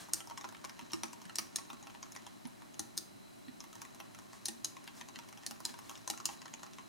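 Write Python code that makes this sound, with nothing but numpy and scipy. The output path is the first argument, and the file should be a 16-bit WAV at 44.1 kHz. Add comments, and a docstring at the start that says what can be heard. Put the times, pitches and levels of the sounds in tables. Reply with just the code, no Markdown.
"""Fingers type on a small plastic keyboard, brushing over its caps now and then, in a quiet room.
Each stroke is a brief impact that excites damped modes: soft taps knock a hollow note from the base
plate, and a few firm strokes snap brightly and thump the desk. Loose keys rattle and a hand sometimes
bumps the desk. Reflections add a short tail; a faint rumble and a thin whine lie underneath."""
import sys
import numpy as np
from scipy import signal
from scipy.fft import rfft, irfft
from scipy.io import wavfile

SR = 44100
rng = np.random.default_rng(int(sys.argv[2]) if len(sys.argv) > 2 else 0)


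def inscribe(sig):
    """Save sig as 16-bit PCM at rate SR to the path in sys.argv[1].

    A 1-D sig is mono; a 2-D sig holds one channel per row.
    Samples are clipped to [-1, 1] before scaling.
    """
    pcm = np.round(np.clip(np.atleast_2d(sig).T, -1, 1) * 32767)
    wavfile.write(sys.argv[1], SR, pcm.astype(np.int16))


N = 303408
T = np.arange(N) / SR
RING_SAMPLES, LEAD_S = 5000, .008  # length of one stroke; its lead-in before the key lands
ZONES = 7  # strokes take turns among this many sets of paths through the room

# firm strokes: t/s, contact time/s, f/Hz of the plate, cap and rim notes, then level/dB of
# desk thump, plate knock, hinge clack, stem click, cap snap, cap note, rim tick, rim note
FIRM_STROKES = [ (0.135, .0012, 1370, 6800, 8840, -55, -52, -51.5, -46.5, -33, -37, -35, -33.5),
                (0.9329, .003, 1215, 5480, 8070, -45, -46.5, -46, -56, -48, -39, -48, -55),
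                (1.034, .0017, 1294, 5880, 9960, -53, -43.5, -44.5, -73, -49, -39.5, -46, -53),
                (1.356, .0028, 890, 5560, 8010, -65, -65, -52.5, -51, -43.5, -46, -43.5, -45.5),
                (1.385, .0012, 1260, 5750, 8170, -51, -46, -45.5, -50, -35, -39.5, -39.5, -39),
                (1.5594, .0021, 1150, 6380, 9490, -63, -58, -49, -42, -36, -47, -38, -47),
                (2.7937, .0035, 805, 6070, 9180, -50.5, -48, -54, -46, -40.5, -47.5, -40.5, -52),
                (2.9764, .0019, 1360, 5060, 10150, -56.5, -59, -55, -43, -38, -40.5, -37.5, -50),
                (4.4562, .0022, 830, 6280, 9690, -72, -69, -55, -43, -43, -42.5, -38, -46),
                (4.483, .0055, 815, 5930, 8010, -52.5, -52, -49, -47.5, -42, -52, -41, -49),
                (4.6455, .003, 1325, 6470, 9880, -57, -55.5, -56, -41, -36.5, -39, -39, -51),
                (5.464, .0022, 790, 4950, 9230, -62, -58.5, -51.5, -48, -40.5, -44.5, -43.5, -56),
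                (5.652, .0018, 944, 5040, 8070, -57.5, -54, -51, -40, -38.5, -38.5, -40, -47),
                (6.076, .0017, 1027, 6550, 8170, -66, -45.5, -56, -49, -43, -45, -45.5, -52),
                (6.0998, .0046, 800, 6100, 8210, -51.5, -45.5, -45.5, -41.5, -39, -41.5, -40.5, -50),
                (6.2554, .0014, 1180, 6650, 8250, -59, -52.5, -54, -42, -35.5, -35.5, -39, -39.5), ]
# how busy the hands are: t/s, level/dB
ACTIVITY = [(0, -65.5), (2.1, -66), (2.7, -77), (3.4, -93), (3.8, -67.5), (4.4, -71), (5.1, -67),
            (6.88, -66.5)]
# normal modes of the desk and of each keyboard part: f/Hz, bandwidth/Hz, level/dB
DESK_MODES = [(107.6, 8.4, -13), (168, 16, -18), (231, 6.4, 1), (327, 21.6, 3.5), (352.5, 16, -6)]
PLATE_MODES = [(660, 130, -12), (821, 19.4, 0.5), (945, 43, 0), (1046, 44, -1), (1102.5, 18, 5),
               (1141, 12.4, -1), (1196, 130, -10), (1330, 120, 0)]
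HINGE_MODES = [(1816, 67, 2.8), (1883, 150, 1.7), (2390, 580, -2), (2885, 650, 0.5), (3850, 460, -1.5)]
CAP_MODES = [(5130, 130, -6), (5700, 520, -4), (6640, 1900, 3)]
RIM_MODES = [(9180, 1100, 17), (9980, 740, 14), (11600, 1200, -6), (14100, 2500, -11)]


def undb(db):
    """Amplitude ratio of a level in decibels."""
    return 10 ** (np.asarray(db) / 20)


def level(x, db):
    """Scale x to an rms level."""
    return x * undb(db) / np.sqrt(np.mean(x ** 2))


def add(out, s, x):
    """Superposition: x joins out at s seconds."""
    i = max(int(s * SR), 0)
    out[i:i + len(x)] += x[:max(N - i, 0)]


def colour(x, points):
    """Zero-phase filtering by a curve of (f/Hz, level/dB) points."""
    hz, db = np.transpose(points)
    f = np.maximum(np.arange(len(x) // 2 + 1) * SR / len(x), 1)
    return irfft(rfft(x) * undb(np.interp(np.log(f), np.log(hz), db)), len(x))


def diffuse(mid, side):
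    """Diffuse field: sum and difference of two uncorrelated sounds, widest at low frequencies."""
    # side relative to mid: f/Hz, level/dB
    width = [(40, -6), (130, 8), (300, 7.5), (600, 9.5), (1000, 3), (2000, 2), (4000, -4.5), (8000, -7),
             (13000, -3)]
    side = colour(side, width)
    return np.array([mid + side, mid - side])


def ring(modes, scatter=.01):
    """Impulse response as a sum of damped modes, each detuned a little at random."""
    hz, width, db = np.transpose(modes)[:, :, None]
    hz = hz * (1 + scatter * rng.standard_normal(hz.shape))
    t = np.arange(RING_SAMPLES) / SR
    partials = undb(db) * width * np.exp(-np.pi * width * t) * np.cos(2 * np.pi * hz * t)
    band = np.clip([hz.min() * 0.92, hz.max() * 1.062], 20, SR / 2 - 100)
    return signal.sosfilt(signal.butter(2, band, "bandpass", fs=SR, output="sos"), partials.sum(axis=0))


def finger_brushes():
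    """Friction: skin rubs over the caps in fine grains, swelling and fading with the pressure."""
    # slides: t/s of the peak, duration/s, level/dB
    slides = [(0.0, 0.1, -51.5), (0.179, 0.041, -54.5), (4.351, 0.087, -61.5), (4.982, 0.085, -58.5),
              (5.682, 0.087, -56), (5.898, 0.24, -61.5), (6.322, 0.055, -55.5)]
    grains = rng.standard_normal(N) * undb(3.4 * rng.standard_normal(N))
    rub = colour(grains, [(70, -21), (400, -8), (1200, -2), (2500, -8.5), (5500, -4.5),
                          (9500, -8.5), (15000, -21)])
    pressure = sum(undb(db) * np.exp(-(2 * (T - s) / length) ** 2) for s, length, db in slides)
    return level(rub, -1) * pressure


def key_rattle(ticks_per_s=140, spread_db=3):
    """Shot noise: loose keys tick at random under resting fingers and ring plate, hinges and caps."""
    ticks = (rng.random(N) < ticks_per_s / SR) * rng.choice([-1, 1], N)
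    ticks = ticks * undb(spread_db * rng.standard_normal(N))
    body = level(ring(PLATE_MODES), 0) + level(ring(HINGE_MODES), -2.7) + level(ring(CAP_MODES), -0.55)
    rattle = signal.fftconvolve(ticks, body)[:N]
    return level(rattle, -2) * undb(np.interp(T, *np.transpose(ACTIVITY)))


def air(whine_hz=4012, whine_db=-72, waver_db=1.9):
    """Background noise: broadband rumble and hiss, and a narrow band heard as a wavering whine."""
    # relative spectrum of the quiet room: f/Hz, level/dB
    spectrum = [(30, -24), (50, -18), (90, -18), (109, -3.5), (130, -10), (225, -4), (275, -5.5),
                (325, -7.5), (400, -11), (473, -21.5), (620, -12.5), (900, -14), (1600, -18), (3500, -22),
                (6500, -23), (11000, -25.5), (16000, -35.5)]
    rumble = diffuse(*(level(colour(rng.standard_normal(N), spectrum), -61) for _ in range(2)))
    narrow = signal.iirpeak(whine_hz, Q=18, fs=SR)
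    whine = signal.lfilter(*narrow, signal.lfilter(*narrow, rng.standard_normal(N)))
    waver = np.interp(T, np.linspace(0, T[-1], 70), rng.standard_normal(70))
    return rumble + level(whine, whine_db + waver_db * waver)


def contact(length, after_db, give_db, main_db, settle_s=0.0089, give_s=0.0053):
    """Contact force: a key gives with a crackle, lands in a cluster of impacts and chatters to rest."""
    t = np.arange(RING_SAMPLES // 5) / SR - LEAD_S
    length = max(length, 0.0005)
    give = undb(give_db) * np.exp(t / give_s)
    landing = np.exp(-(t / length) ** 4) + undb(after_db) * np.exp(-t / settle_s)
    force = np.where(t < 0, give, landing) * rng.standard_normal(len(t))
    # one impact stands out, the more so in a short contact
    main = undb(main_db) * np.linalg.norm(force) / np.sqrt(1 + length / settle_s)
    force[np.searchsorted(t, length / 3)] += main
    return force


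def press(push, rough_db, shove_s=0.00036):
    """Inertia: the heavy plate feels a contact as one smooth shove and a little of the chatter."""
    t = np.arange(len(push)) / SR - LEAD_S - shove_s
    shove = np.exp(-(2 * t / shove_s) ** 2)
    return shove / shove.sum() + undb(rough_db) * push / np.linalg.norm(push)


def strike(push, response, db):
    """Convolution of force and impulse response; db is the level with its energy spread over 10 ms."""
    y = signal.fftconvolve(push, response)[:RING_SAMPLES]
    return y * undb(db) * np.sqrt(SR / 100 / np.sum(y ** 2))


def favour(modes, hz, boost_db, octaves):
    """Selective excitation: a contact drives the modes near one frequency best."""
    return [(f, width, db + boost_db * np.exp(-(np.log2(f / hz) / octaves) ** 2))
            for f, width, db in modes]


def soft_taps(contact_s=0.0024):
    """Modal response to light impacts: a hollow note from the plate under ticks of cap and rim."""
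    # presses and releases: t/s, plate note f/Hz, level/dB of plate knock, hinge clack, cap tick, rim tick
    taps = [(0.0858, 953, -55.5, -76, -64, -67), (0.204, 1340, -55, -51.5, -53, -60.0),
            (0.2721, 940, -56.5, -75, -54.5, -63), (0.2985, 920, -52.5, -61, -55, -62),
            (0.3103, 933, -48, -58.5, -59.5, -75.0), (0.375, 1120, -51, -50, -49.5, -59),
            (0.3794, 1050, -53, -65, -53, -60.0), (0.4107, 1120, -55.5, -58.5, -53, -65.0),
            (0.4424, 1082, -45.5, -52, -56.5, -66), (0.4474, 1030, -47.5, -63, -53, -70),
            (0.489, 925, -59, -60, -57, -61), (0.524, 1130, -56, -66, -67, -65),
            (0.547, 1100, -57.5, -55, -66.5, -69.5), (0.642, 1094, -49, -56, -56, -63),
            (0.6478, 1070, -49.5, -51.5, -48.5, -54.5), (0.6949, 940, -62, -54.5, -53.5, -60.5),
            (0.792, 960, -53.0, -53.5, -55, -61), (0.811, 1120, -60.5, -61, -65, -71.5),
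            (0.908, 1270, -75, -61, -65, -78.0), (0.9187, 945, -62.5, -64, -53.5, -59),
            (1.1312, 956, -54.5, -60.5, -52.5, -59), (1.217, 930, -60, -70, -58, -65),
            (1.2537, 1040, -83, -57.5, -63, -67), (1.2956, 1315, -55.5, -53, -60.5, -66.5),
            (1.3894, 1300, -55.5, -45.5, -49.5, -45), (1.585, 1100, -51, -55, -50, -69),
            (1.7014, 1116, -48, -51, -58.5, -60.5), (1.731, 1160, -56, -61, -58, -63),
            (1.827, 820, -62.5, -64, -57, -67), (1.8697, 1360, -53.5, -57, -58, -63.5),
            (1.899, 825, -64, -61, -66, -71), (1.948, 910, -54.5, -57, -70, -68),
            (2.028, 1040, -52.5, -56, -46.5, -63), (2.121, 1080, -68, -65, -52.5, -58),
            (2.151, 1070, -64, -58, -63, -59), (2.1623, 1035, -53, -52.5, -51, -59),
            (2.2659, 1010, -55, -56.5, -55, -59), (2.453, 905, -59, -57.5, -57.5, -65.5),
            (2.4714, 1000, -61, -77, -69, -56.5), (2.62, 923, -57.5, -61.5, -68, -68),
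            (2.743, 1170, -85, -63, -57.5, -70), (2.971, 1100, -68, -70, -53, -56),
            (3.4827, 780, -73, -59.5, -75, -81), (3.604, 1160, -59.5, -60, -48, -62),
            (3.6399, 1110, -57.5, -62.5, -59.5, -61.5), (3.729, 1290, -62.5, -62, -59, -62),
            (3.754, 940, -58.5, -62, -56, -62), (3.8176, 1110, -52, -55, -49.0, -53.5),
            (3.8503, 1120, -59, -58.5, -60, -66), (3.947, 1030, -63, -66, -63, -63),
            (4.0013, 1030, -51.5, -53, -54.5, -58), (4.1477, 1340, -63, -61, -58, -62),
            (4.1878, 1174, -57, -62, -58, -62.5), (4.3315, 1120, -56, -63.0, -59.5, -76),
            (4.459, 980, -71.5, -62, -39, -53), (4.7671, 1080, -54, -56, -60.5, -65),
            (4.841, 990, -69, -69, -63, -63), (4.876, 930, -59.5, -50.5, -56.5, -59),
            (5.0113, 1000, -55, -50.5, -51, -60.5), (5.0863, 1090, -55, -61, -54, -62),
            (5.158, 813, -61, -49.5, -55.5, -65), (5.1883, 936, -54, -53, -52, -60.5),
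            (5.288, 985, -62.5, -62, -60, -62.0), (5.326, 796, -60.5, -60.5, -59, -64),
            (5.374, 800, -62, -58.5, -59, -66), (5.434, 935, -63.5, -59, -61, -67),
            (5.51, 823, -53, -54, -49.5, -51.5), (5.603, 1023, -53.5, -66, -57, -57),
            (5.692, 800, -62, -57.5, -62, -65), (5.74, 950, -53.5, -57.5, -61, -65),
            (5.7887, 1076, -53, -59.5, -58.5, -57.5), (5.895, 1110, -52.5, -54, -49.5, -54.5),
            (5.9123, 1050, -53.5, -75, -60, -62), (5.9545, 920, -63, -55, -56, -74),
            (5.9756, 820, -65, -69, -58, -67.0), (6.1363, 1370, -54, -62, -62, -66.5),
            (6.176, 1110, -61, -58, -50.5, -58.5), (6.2007, 1060, -49, -59, -52.5, -67),
            (6.289, 1154, -47, -51, -53.5, -64), (6.3343, 1110, -63, -64, -66, -64),
            (6.4172, 1060, -57.5, -56, -54.5, -67), (6.4567, 1033, -52, -56.5, -55, -66.0),
            (6.48, 1040, -63, -58.5, -63, -65), (6.5383, 896, -54, -52, -47, -63),
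            (6.6317, 1018, -51, -55.5, -51.5, -62.5), (6.6642, 1060, -58, -65, -61.5, -69),
            (6.7342, 1140, -74, -62.5, -59, -71), (6.7841, 1113, -49.5, -55, -58.5, -67)]
    rim_modes = favour(RIM_MODES, hz=13500, boost_db=21, octaves=0.48)
    zones = np.zeros((ZONES, N))
    for k, (s, plate_hz, knock, clack, tick, rim) in enumerate(taps + grazes()):
        length = contact_s * undb(0.35 * (knock - tick))  # a duller tap is a longer push
        push = contact(length, after_db=-14, give_db=-13.5, main_db=-8.5)
        # the plate rings most at the note of the spot that is struck
        plate = ring(PLATE_MODES + [(plate_hz, 38, 9)], scatter=0.0065)
        key = strike(press(push, rough_db=-8.5), plate, knock - 0.1)
        key += strike(push, ring(HINGE_MODES, scatter=0.088), clack + 0.1)
        key += strike(push, ring(CAP_MODES, scatter=0.063), tick - 0.5)
        # the hard rim touches only for an instant, however slow the finger
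        flick = contact(0.0013, after_db=-12, give_db=-14, main_db=-12)
        key += strike(flick, ring(rim_modes, scatter=0.034), rim - 1)
        add(zones[k % ZONES], s - LEAD_S, key)
        add(zones[k % ZONES], s + 0.0018, strike(np.hanning(50), ring(DESK_MODES), knock - 14))
    return zones


def grazes(count=16, plate_hz=1080):
    """Glancing impacts on nearby keys, stronger when the hands are busy; extra rows for soft_taps."""
    s = (np.arange(count) + rng.random(count)) * T[-1] / count
    busy_db = np.interp(s, *np.transpose(ACTIVITY))
    knock, clack, tick = busy_db + rng.standard_normal((count, 3)).T
    return list(zip(s, np.full(count, plate_hz), knock + 1, clack - 1, tick - 1, tick - 7))


def note(hz, length, db, decay_s):
    """Damped oscillator: one mode builds up during the contact, then decays freely; db as in strike."""
    t = np.maximum(np.arange(RING_SAMPLES) / SR - LEAD_S, 0)
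    envelope = (1 - np.exp(-(2 * t / length) ** 2)) * np.exp(-t / decay_s)
    return strike(np.ones(1), envelope * np.sin(2 * np.pi * (hz * t + rng.random())), db)


def firm_strokes():
    """Hard impact: the cap snaps on its stop, stem and hinge clack, the less damped desk rings on."""
    # modes of the key stem: f/Hz, bandwidth/Hz, level/dB
    stem_modes = [(2900, 1400, -13), (3630, 480, -14), (4020, 120, 2)]
    zones = np.zeros((ZONES, N))
    for k, (s, length, plate_hz, cap_hz, rim_hz, *levels) in enumerate(FIRM_STROKES):
        thump, knock, clack, click, snap, cap_ring, rim, rim_ring = levels
        push = contact(length, after_db=-21.5, give_db=-13.5, main_db=-11, give_s=0.0014)
        key = strike(push, ring(CAP_MODES, scatter=0.0026), snap - 1)
        key += strike(push, ring(RIM_MODES, scatter=0.024), rim - 2)
        # over the modes that all keys share, each cap and rim has a note of its own
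        key += note(cap_hz, length, cap_ring - 1, decay_s=0.0011)
        key += note(rim_hz, length, rim_ring - 1, decay_s=0.00056)
        key += strike(push, ring(stem_modes), click - 1)
        key += strike(push, ring(HINGE_MODES, scatter=0.016), clack)
        plate = ring(PLATE_MODES + [(plate_hz, 40, 11)], scatter=0.008)
        key += strike(press(push, rough_db=-6.5), plate, knock - 1)
        add(zones[k % ZONES], s - LEAD_S, key)
        # the rubber feet pass a softened push on to the desk
        add(zones[k % ZONES], s + 0.0012, strike(np.hanning(50), ring(DESK_MODES), thump + 1))
    return zones


def snap_wash(gain_db=-14, t60=0.22, rise_s=0.0014):
    """Diffuse reverberation: a firm snap radiates all round and its treble returns as a short hiss."""
    # relative spectrum of the hiss: f/Hz, level/dB
    spectrum = [(1500, -11), (3000, -28), (4100, -3.5), (5000, 1), (6400, 0.5), (7700, -3), (9300, -4),
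                (11500, -7), (15000, -20)]
    t = np.arange(SR // 2) / SR
    fade = undb(-60 * t / t60) * (1 - np.exp(-(t / rise_s) ** 2))
    power = np.zeros(N)
    for s, *_, snap, cap_ring, _rim, _rim_ring in FIRM_STROKES:
        amplitude = np.hypot(undb(snap), undb(cap_ring)) * undb(gain_db)
        add(power, s, (amplitude * fade) ** 2)
    hiss = diffuse(*(level(colour(rng.standard_normal(N), spectrum), 0) for _ in range(2)))
    return np.sqrt(power) * hiss


def hand_bumps(push_s=0.0049, settle_s=0.007):
    """Soft impact: flesh pushes slowly on the desk, which swings at a low note and soon settles."""
    # bumps: t/s, f/Hz, level/dB
    bumps = [(0.825, 235, -54), (1.259, 203, -55), (1.734, 237, -53), (2.455, 245, -46.5),
             (3.486, 259, -48), (5.174, 235, -56.5), (5.514, 234, -54.5), (5.703, 243, -56.5)]
    out = np.zeros(N)
    t = np.arange(RING_SAMPLES) / SR - 2 * LEAD_S
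    swing = np.where(t < 0, np.exp(-(t / push_s) ** 2), np.exp(-t / settle_s))
    for s, hz, db in bumps:
        add(out, s - 2 * LEAD_S, undb(db) * swing * np.sin(2 * np.pi * (hz * t + rng.random())))
    return out


def room(dry, early_s=0.0043, bounce_s=0.0084, t60=0.34):
    """Reflection: nearby things scatter at once, one surface bounces back, the walls add a short tail."""
    # strength of all reflections: f/Hz, level/dB
    walls = [(100, 18), (400, 4), (1000, 5.5), (2500, 6), (6000, 4), (10000, 3), (15000, 7)]
    # further dulling of the late echoes: f/Hz, level/dB
    dulling = [(2500, 0.5), (5000, -3.5), (15000, -0.5)]
    t = np.arange(SR // 2) / SR
    early = np.exp(-t / early_s) * (1 - np.exp(-(t / 0.0012) ** 2))
    bounce = np.exp(-((t - bounce_s) / 0.0023) ** 2)
    near = np.hypot(undb(-12) * early / np.linalg.norm(early), undb(-15) * bounce / np.linalg.norm(bounce))
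    tail = undb(-60 * t / t60) * (1 - np.exp(-(t / 0.004) ** 2))
    tail *= undb(-14) / np.linalg.norm(tail)
    first = diffuse(*(colour(rng.standard_normal(len(t)), walls) for _ in range(2)))
    late = diffuse(*(colour(rng.standard_normal(len(t)), walls) for _ in range(2)))
    response = first * near + np.array([colour(x, dulling) for x in late]) * tail
    return signal.oaconvolve(dry[None], response, axes=1)[:, :N]


def scene(pan_db=1.6):
    """Superposition of direct sound from just left of centre, its reflections and the room's noise."""
    # low notes reach the two microphones out of phase; side relative to mid: f/Hz, level/dB
    quadrature = [(100, -6), (350, -24), (600, 3), (1000, -26), (2000, -22), (5000, -36)]
    sources = [*(firm_strokes() + soft_taps()), hand_bumps() + key_rattle() + finger_brushes()]
    mid = sum(sources)
    side = np.imag(signal.hilbert(colour(mid, quadrature)))
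    direct = np.array([mid + side, mid - side]) * undb([[pan_db / 2], [-pan_db / 2]])
    return direct + sum(room(source) for source in sources) + snap_wash() + air()


def record(dry, top_hz=15900):
    """Band limiting: a steep low-pass filter cuts the highest treble."""
    return signal.sosfilt(signal.ellip(8, .2, 70, top_hz, fs=SR, output="sos"), dry)


dry = scene()
out = record(dry)
inscribe(out)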